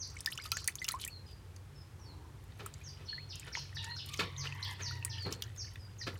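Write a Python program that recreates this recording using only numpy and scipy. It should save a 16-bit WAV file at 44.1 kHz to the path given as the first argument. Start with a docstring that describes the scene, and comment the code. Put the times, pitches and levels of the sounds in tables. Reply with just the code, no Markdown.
"""Water trickles and drips into a plastic basin as a hand squeezes vegetable strips, while small birds
chirp between yard walls and an engine drones far off. The hand then dips and sweeps for more.
The water sounds chiefly through trapped air: each bubble is a damped resonator, higher when smaller.
A faint, hollow sound swells in the distance; later a rooster crows once, a harmonic tone turning hoarse
in the middle, and a second engine passes, slowing as it goes."""
import sys
import numpy as np
from scipy import signal
from scipy.fft import rfft, irfft, next_fast_len
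from scipy.io import wavfile
from scipy.ndimage import map_coordinates

SR = 44100
rng = np.random.default_rng(int(sys.argv[2]) if len(sys.argv) > 2 else 0)


def transcribe(signal):
    """Save signal, clipped to [-1, 1], as a 16-bit WAV file at the path in sys.argv[1]."""
    frames = np.atleast_2d(signal).T
    limited = np.clip(frames, -1, 1)
    pcm = np.round(limited * 32767).astype(np.int16)
    wavfile.write(sys.argv[1], SR, pcm)


N = 272979

# Levels in the tables are relative: each source applies its own gain.
# spectrum of distant traffic and air: (frequency [Hz], spectral level [dB])
RUMBLE_SPECTRUM = [(20,-32), (35,-26), (52,-4.5), (75,0.5), (115,-2.5), (160,-10), (220,-19), (430,-20),
                   (650,-28), (900,-25), (2000,-31), (10000,-41.5), (16000,-48.5)]
# the near bird's falling chirps: (time [s], duration [s], end frequency [Hz], level [dB])
NEAR_BIRD_CHIRPS = [(0,0.041,3850,-38.5), (0.526,0.056,3960,-42.5), (2.836,0.06,4570,-47.5),
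                    (3.548,0.048,3980,-41), (4.373,0.06,3600,-40.5), (4.816,0.071,3650,-38.5),
                    (5.573,0.056,4220,-41), (5.985,0.047,3810,-42.5)]
# the far bird's run of quick chirps: (time [s], level [dB])
FAR_BIRD_CHIRPS = [(3.051,-49.5), (3.291,-42.5), (3.522,-41), (3.747,-39.5), (3.958,-39.5), (4.171,-40.5),
                   (4.619,-39), (5.093,-40.5)]
# thin, drawn-out peeps: (time [s], start frequency [Hz], fall [octaves], level [dB])
BIRD_PEEPS = [(0.401,5000,0.094,-59), (1.099,4515,0.136,-57.5), (1.259,5040,0.081,-63.5),
              (1.753,5400,0.1,-66), (1.99,6140,0.24,-68), (2.049,4800,0.27,-64), (3.081,4390,0.0513,-45),
              (3.893,4220,0.014,-49.5), (5.184,5035,0.28,-48), (5.79,5220,0.14,-64)]
# drops striking the water: (time [s], level [dB], centre frequency [Hz])
DROP_IMPACTS = [(0.206,-43.5,8600), (0.2602,-32,5000), (0.3184,-46,10500), (0.3758,-46,6950),
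                (.518,-30.5,3740), (0.57,-40,5400), (0.643,-45,7060), (0.6766,-29,8600),
                (0.7548,-40.5,9900), (0.844,-38.5,6200), (0.866,-55,13000), (.882,-38,3950),
                (0.8873,-32,4480), (0.9196,-40,10300), (1.049,-39,8450), (1.0768,-42.5,7500),
                (1.563,-55,6040), (2.6615,-44,9700), (2.7392,-50.5,6100), (3.3558,-48,8600),
                (3.397,-47,7300), (4.061,-52,10400), (4.1407,-41.5,3560), (4.174,-49,6100),
                (4.711,-53,6000), (5.049,-33,7680), (5.325,-38,6100), (5.422,-36.5,4870),
                (5.438,-50.5,4960), (5.757,-49,2900)]
# air pockets trapped by drops and by the hand:
# (time [s], frequency [Hz], level [dB], life [cycles], initial rise [octaves per 20 ms])
AIR_POCKETS = [(.167,2245,-41,55,0), (0.273,1764,-34.5,97,0.12), (0.323,2680,-40,175,2.36),
               (0.377,2640,-36.5,86,0.88), (0.387,1280,-46,99,1.1), (.398,2090,-45,124,0.051),
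               (0.455,1263,-47.5,88,0), (0.521,1302,-43.5,190,0.086), (.569,1646,-28,21,0.046),
               (0.683,1814,-31.5,52,1.13), (.785,3110,-48.5,350,2), (0.817,2015,-36.5,120,0),
               (0.849,2680,-36,60,0.28), (0.89,2210,-35,34,0), (.896,1310,-47,75,0.14),
               (.911,4060,-33,52,0), (0.924,1860,-44,58,0.63), (0.94,982,-36,98,0.17),
               (1.039,3240,-36,38,0.17), (1.064,1880,-46,75,0.031), (1.079,2330,-39.5,90,0.37),
               (2.662,1316,-39.5,26,0), (2.813,2390,-54,100,0.089), (3.129,1700,-43.5,77,0.036),
               (3.179,1855,-49,180,0.35), (3.427,1620,-56,43,0), (3.552,2130,-26.5,18,0.085),
               (3.571,960,-39.5,24,0), (3.769,1810,-38.5,48,0.079), (4.364,3570,-43.5,85,0.86),
               (4.456,1740,-39,25,0.36), (4.472,2780,-35,61,0), (4.524,2604,-38,49,0.28),
               (4.628,3970,-40.5,180,0.29), (4.91,1390,-45,60,.22), (5.026,2620,-41.5,72,0),
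               (5.182,2990,-43,100,0.48), (5.29,1590,-44,65,0.22), (5.422,2873,-45,200,0),
               (6.013,1843,-48.5,170,0.027), (6.079,440,-41.5,21,0)]
# spectrum of spray: (frequency [multiples of the centre], spectral level [dB])
SPRAY_SPECTRUM = [(.1, -87), (.35, 4), (.65, 1), (1.3, 4.5), (2.3, 4), (4, -16), (9, -46)]
# water spitting from between fingers and wet strips: (time [s], duration [s], level [dB])
SPIT_BURSTS = [(0.437,0.033,-50.5), (0.57,0.038,-55), (0.991,0.073,-48), (1.272,0.06,-63.5),
               (3.824,0.035,-50), (4.063,0.13,-54.5), (4.656,0.064,-58.5), (5.306,0.041,-49.5)]
# spectrum of the faint, hollow sound far off: (frequency [Hz], spectral level [dB])
FAR_SOUND_SPECTRUM = [(200, -23), (290, 7.5), (600, -15), (950, 0.5), (1500, -19), (3000, -45)]
# envelope of the hand's stirring: (time [s], level [dB])
STIR_ENVELOPE = [(2.4,-71.5), (3.02,-70), (3.25,-112), (3.42,-59), (3.68,-66), (3.85,-62), (4.33,-70),
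                 (4.5,-61), (5.3,-64.5), (5.55,-66), (5.95,-72.5), (6.15,-63)]
# the hand slaps or scoops the water: (time [s], rise time [s], spray level [dB], plunge level [dB])
HAND_SPLASHES = [(2.592,0.0051,-49.5,-45.5), (2.64,0.022,-57,-53.5), (2.959,0.055,-60.5,-57),
                 (3.466,0.0064,-51,-54.5), (3.55,0.024,-54,-64), (4.191,0.0032,-30.5,-38.5),
                 (4.432,0.018,-43,-66), (4.785,0.021,-46,-53), (5.246,0.017,-48.5,-36.5),
                 (5.315,0.004,-68,-47), (6.065,0.0044,-40.5,-39.5)]
# resonances of the air under the cupped hand: (frequency [Hz], level [dB])
CAVITY_MODES = [(430, 18), (1050, -13.5), (1340, 14.5), (1675, 12), (2100, 8.5), (2420, 11), (2740, -4.5)]
# spectrum of the filled basin under a plunge: (frequency [Hz], spectral level [dB])
PLUNGE_SPECTRUM = [(50, -17), (140, 8), (330, -4.5), (470, 4), (620, -13.5), (1200, -10), (4000, -57)]
# the crow's short opening note and its long, sagging one:
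# (time [s], duration [s], start frequency [Hz], end frequency [Hz], level [dB])
ROOSTER_NOTES = [(3.739,0.231,886,952,-52.5), (4.046,1.15,1120,897,-53.5)]
# harmonics of the crow: (frequency [multiples of the fundamental], level [dB])
ROOSTER_HARMONICS = [(1, 1.5), (2, 3), (3, -4.5)]


def amp(db):
    """Amplitude ratio of a level in decibels."""
    return 10 ** (np.asarray(db) / 20)


def unit(x):
    """Normalisation to rms 1."""
    return x / np.sqrt(np.mean(x ** 2) + 1e-20)


def seconds(length):
    """A uniformly sampled time axis."""
    return np.arange(int(length * SR)) / SR


def wobble(rate, size=N):
    """Smooth random modulation of rms 1, with rate knots a second."""
    return unit(map_coordinates(rng.standard_normal(int(size * rate / SR) + 8),
                                [np.arange(size) * rate / SR]))


def phase(hz):
    """Phase as the time integral of frequency."""
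    return 2 * np.pi * np.cumsum(hz) / SR


def bell(centre, width):
    """A Gaussian envelope of peak 1; times in seconds."""
    return np.exp(-.5 * ((np.arange(N) / SR - centre) / width) ** 2)


def held(start, end, attack, release):
    """A trapezoidal envelope; times in seconds."""
    t = np.arange(N) / SR
    return np.clip(np.minimum((t - start) / attack, (end - t) / release), 0, 1)


def noise(points, size=N, scale=1):
    """Spectral shaping of noise, rms 1, by (frequency, level) points; scale multiplies the frequencies."""
    m = next_fast_len(size)
    hz, db = np.transpose(points)
    gain = amp(np.interp(np.log(np.fft.rfftfreq(m, 1 / SR) + 1), np.log(hz * scale), db))
    return unit(irfft(rfft(rng.standard_normal(m)) * gain, m)[:size])


def add(track, s, sound):
    """Superposition of a sound on the track at s seconds."""
    start = int(np.clip(round(s * SR), 0, N))
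    track[start:start + len(sound)] += sound[:N - start]


def echo(x, t60, delay):
    """Diffuse reflection: convolution with exponentially decaying noise of unit energy."""
    t = seconds(.7)
    tail = rng.standard_normal(len(t)) * amp(-60 * t / t60) * (t > delay)
    return signal.fftconvolve(x, tail / np.linalg.norm(tail))[:len(x)]


def traffic(drone_hz=93.65, fast_hz=140, slow_hz=109.7, nearest_s=4.78):
    """Two engines hum at their firing rates over a rumble; the passing one obeys the 1/distance law."""
    t = np.arange(N) / SR
    drone_gain = amp(-58.5 + 10 * bell(centre=4.86, width=0.9) + 2.93 * wobble(6.1))
    drone = drone_gain * unit(np.sin(phase(drone_hz * (1 + 0.01324 * wobble(7)))))
    slowed = (1 + np.tanh((t - 4.95) / 0.346)) / 2
    firing_hz = (fast_hz + (slow_hz - fast_hz) * slowed) * (1 + 0.012 * wobble(12))
    distance = np.hypot(1, (t - nearest_s) / 0.56)  # in multiples of the closest approach
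    passing = amp(-52 + 4.6 * wobble(17)) / distance * unit(np.sin(phase(firing_hz)))
    return drone + passing + amp(-53) * noise(RUMBLE_SPECTRUM)


def whistles(calls, bend, waver, direct_db, echo_db, t60, rasp_db=3):
    """Gliding tones, roughened by modulation, reflect off the yard walls; bend over 1 delays the fall."""
    out = np.zeros(N)
    for s, length, start_hz, end_hz, db in calls:
        progress = seconds(length) / length
        glide_hz = start_hz + (end_hz - start_hz) * progress ** bend
        hz = glide_hz * (1 + waver * wobble(811, len(progress)))
        rasp = unit(amp(rasp_db * wobble(219.3, len(progress))))
        note = np.sin(phase(hz)) * rasp * np.sin(np.pi * progress) ** 0.29
        note = np.pad(note, (0, SR // 2))  # room for the reverberation
        add(out, s, amp(db) * (amp(direct_db) * note + amp(echo_db) * echo(note, t60, delay=0.0026)))
    return out


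def birds(near_start_hz=6640, far_start_hz=6307, far_end_hz=2570, far_chirp_s=0.046, peep_s=0.09):
    """Two birds chirp amid softer peeps; the farther has the lower direct-to-reverberant ratio."""
    near = [(s, length, near_start_hz, end_hz, db) for s, length, end_hz, db in NEAR_BIRD_CHIRPS]
    far = [(s, far_chirp_s, far_start_hz, far_end_hz, db) for s, db in FAR_BIRD_CHIRPS]
    peeps = [(s, peep_s, hz, hz / 2 ** fall, db) for s, hz, fall, db in BIRD_PEEPS]
    return (whistles(near, bend=1.1, waver=0.02, direct_db=-4.5, echo_db=0.5, t60=0.32)
            + whistles(far, bend=0.79, waver=0.04, direct_db=-8, echo_db=0, t60=0.39)
            + whistles(peeps, bend=0.69, waver=0.013, direct_db=5.5, echo_db=0, t60=0.43))


def bubble(hz, t60, rise, waver=0):
    """Damped resonance of trapped air; its pitch climbs near the surface and wavers in rough water."""
    t = seconds(t60)
    octaves = np.tanh(rise * t / .02)
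    if waver:
        octaves = octaves + waver * wobble(400, len(t))
    onset = 1 - np.exp(-(t * hz) ** 2)
    return np.sin(phase(hz * 2 ** octaves)) * amp(-60 * t / t60) * onset


def splatter(hz, size, spread, cycles, linger, count=6):
    """Air entrainment: an impact sets a few tiny bubbles ringing within milliseconds; rms 1."""
    out = np.zeros(N)
    for k, (pitch, pause) in enumerate(rng.standard_normal((count, 2))):
        own_hz = min(hz * 2 ** (spread * pitch), SR / 3)
        birth_s = linger * k / count * np.exp(pause / 2)
        add(out, birth_s, bubble(own_hz, cycles / own_hz, rise=0) / (1 + k / 2))
    return unit(out[:size])


def patter(rate, centre_hz, spread=0.7, scatter_db=14):
    """Shot noise of droplets landing at random, each a brief splatter; rms 1."""
    out = np.zeros(N)
    for when, pitch, strength in rng.random((int(rate * N / SR), 3)):
        hz = centre_hz * 2 ** (spread * (2 * pitch - 1))
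        tick = splatter(hz, size=SR // 50, spread=0.388, cycles=46, linger=.002, count=4)
        add(out, when * N / SR, amp(scatter_db * strength) * tick)
    return unit(out)


def fizz(rate, centre_hz, spread, cycles, scatter_db):
    """Incoherent sum of bubbles starting within spread octaves of the centre; rms 1."""
    out = np.zeros(N)
    for when, pitch, strength in rng.random((int(rate * N / SR), 3)):
        hz = min(centre_hz * 2 ** (spread * (2 * pitch - 1)), SR / 3)
        gain = amp(-scatter_db * np.log(1 - .97 * strength))  # many weak, few strong
        add(out, when * N / SR, gain * bubble(hz, cycles / hz, rise=0.42))
    return unit(out)


def spatter():
    """Dense, short-lived bubble resonances overlap into a wet broadband noise; rms 1."""
    return fizz(rate=600, centre_hz=2600, spread=1.5, cycles=24, scatter_db=3.5)


def squeeze(spatter_db=-63.5, patter_db=-59):
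    """The flow from the squeezed handful modulates the amplitude of a spatter and a fine patter."""
    draining = held(start=0.0051, end=1.133, attack=0.17, release=0.14)
    pause = held(start=0.61, end=0.83, attack=0.19, release=0.042)  # between two shakes
    droplets = patter(rate=110, centre_hz=7000)
    return draining * (1 - pause) * (amp(spatter_db) * spatter() + amp(patter_db) * droplets)


def drips(snap_t60=0.015, spatter_t60=0.12, hard_db=-28, low_cut_hz=750, plink_db=5.5, pinch_db=-21):
    """Impact and resonance: drops snap, pop and splatter; air pockets pinch off with a tick and ring."""
    impacts, wetness = np.zeros(N), np.zeros(N)
    t, tail_t = seconds(.03), seconds(.2)
    snap_spectrum = [(.12, -30), (.6, -6.5), (1.25, -2.5), (3.2, -5)]
    for s, db, hz in DROP_IMPACTS:
        snap = unit(noise(snap_spectrum, len(t), scale=hz) * amp(-60 * t / snap_t60))
        hardness = amp((db - hard_db) / 2)  # harder drops have more snap and pop
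        cluster = splatter(hz, len(t), spread=0.38, cycles=28, linger=0.0043)
        add(impacts, s, amp(db) * (amp(-6.5) * cluster + hardness * amp(-9) * snap))
        add(impacts, s, amp(db + 6) * hardness * bubble(hz=2300, t60=0.0049, rise=0.64))
        add(wetness, s, amp(db - 19 - 60 * tail_t / spatter_t60))
    highpass = signal.butter(3, low_cut_hz, "high", fs=SR, output="sos")
    out = signal.sosfilt(highpass, impacts + wetness * spatter())
    for s, hz, db, cycles, rise in AIR_POCKETS:
        ring = bubble(hz, cycles / hz, rise, waver=.03)
        add(out, s, amp(db + plink_db + 2 * wobble(220, len(ring))) * ring)
        tick = amp(-60 * t / t[-1]) * noise(SPRAY_SPECTRUM, len(t), scale=hz)
        add(out, s, amp(db + plink_db + pinch_db) * tick)
    return out


def spitting(bubbles_db=-5):
    """Short pulses of flow excite small bubbles and a fine spray that sputters by random modulation."""
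    flow = np.zeros(N)
    for s, length, db in SPIT_BURSTS:
        add(flow, s, amp(db) * np.sin(np.pi * seconds(length) / length) ** .5)
    sputter = unit(amp(5 * wobble(130)))
    spray = fizz(rate=1500, centre_hz=6100, spread=1.1, cycles=20, scatter_db=3)
    bubbles = fizz(rate=400, centre_hz=3000, spread=.5, cycles=40, scatter_db=2)
    return flow * (sputter * spray + amp(bubbles_db) * bubbles)


def far_sound(db=-61):
    """Two spectral peaks give a hollow timbre to a faint noise that swells and fades far away."""
    return amp(db) * bell(centre=2.18, width=0.15) * noise(FAR_SOUND_SPECTRUM)


def stirring(patter_db=-6, wash_db=-12, wash_hz=2600, swish_db=-69, swish_hz=1700):
    """Water moved by the hand swishes, entrains small ringing bubbles and sheds droplets in clumps."""
    t = np.arange(N) / SR
    times, levels_db = np.transpose(STIR_ENVELOPE)
    motion = amp(np.interp(t, times, levels_db)) * (t > times[0])
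    clumps = unit(amp(4 * wobble(30)))
    bubbles = fizz(rate=140, centre_hz=2500, spread=.85, cycles=32, scatter_db=4.5)
    droplets = amp(patter_db) * patter(rate=130, centre_hz=8500)
    wash = amp(wash_db) * noise(SPRAY_SPECTRUM, scale=wash_hz)
    immersed = held(start=2.45, end=5.7, attack=0.15, release=0.23)
    swish = amp(swish_db) * immersed * noise(SPRAY_SPECTRUM, scale=swish_hz)
    return swish + motion * (bubbles + clumps * (droplets + wash))


def hand_cavity(x, size, q=13):
    """Cavity resonance of the air under the hand: frequencies vary inversely with size; rms 1."""
    return unit(sum(amp(db) * signal.lfilter(*signal.iirpeak(hz / size, q, fs=SR), x)
                    for hz, db in CAVITY_MODES))


def splashes(spray_hz=1900, spray_t60=0.14, plunge_t60=0.3, cavity_open_s=0.0095):
    """The hand's impact excites a cavity, a frothing spray and a low gulp, all decaying exponentially."""
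    out, churn, t = np.zeros(N), np.zeros(N), seconds(.5)
    for s, rise_s, spray_db, plunge_db in HAND_SPLASHES:
        swell = np.minimum(t / rise_s, 1)
        since_collapse = np.maximum(t - rise_s - cavity_open_s, 0)
        force = amp(spray_db - 60 * since_collapse / spray_t60) * swell
        spray = unit(noise(SPRAY_SPECTRUM, len(t), scale=spray_hz) * amp(4 * wobble(437, len(t))))
        cavity_size = 2 ** rng.uniform(-.06, .06)
        ring = hand_cavity(rng.standard_normal(len(t)), cavity_size)
        add(out, s, force * amp(-4) * (spray + ring))
        gulp = unit(noise(PLUNGE_SPECTRUM, len(t), scale=1 / cavity_size) * amp(3 * wobble(96, len(t))))
        add(out, s, amp(plunge_db - 1.5 - 60 * since_collapse / plunge_t60) * swell * gulp)
        add(churn, s, force)
    froth = fizz(rate=450, centre_hz=1800, spread=1, cycles=36, scatter_db=2)
    return out + amp(-8) * churn * froth


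def rooster(gain_db=-2, waver=0.016, jitter=0.075, rasp_db=3.5, flutter_db=3):
    """A harmonic crow, heard mostly by reflection; jitter and shimmer make its middle hoarse."""
    t, voice = np.arange(N) / SR, np.zeros(N)
    hoarseness = 0.3 + 0.7 * held(start=3.95, end=4.88, attack=0.199, release=0.15)
    for s, length, start_hz, end_hz, db in ROOSTER_NOTES:
        hz = np.interp(t, [s, s + length], [start_hz, end_hz]) * (1 + waver * wobble(20))
        angle = phase(hz * (1 + jitter * hoarseness * wobble(300)))
        note = sum(amp(harmonic_db) * np.sin(round(k) * angle) for k, harmonic_db in ROOSTER_HARMONICS)
        gain = amp(db + gain_db + flutter_db * wobble(18))
        shimmer = amp(rasp_db * hoarseness * wobble(260))
        voice += gain * held(s, s + length, attack=0.049, release=0.062) * unit(note * shimmer)
    return voice / 3 + echo(voice, t60=0.11, delay=0.011)


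def scene(basin_db=-10, yard_db=-18):
    """Superposition of the close water, its reflections from basin and yard, and the neighbourhood."""
    water = drips() + squeeze() + spitting() + splashes() + stirring()
    basin = amp(basin_db) * echo(water, t60=0.031, delay=0.0016)
    yard = amp(yard_db) * echo(water, t60=0.1, delay=0.011)
    return (water + basin + yard + birds() + rooster() + far_sound() + traffic())[None]


def record(dry, cutoff_hz=16500):
    """Band limiting: a steep low-pass filter removes the highest treble."""
    m = next_fast_len(N + SR // 2)
    gain = 1 / (1 + (np.fft.rfftfreq(m, 1 / SR) / cutoff_hz) ** 150)
    return irfft(rfft(dry, m) * gain, m)[..., :N]


dry = scene()
out = record(dry)
transcribe(out)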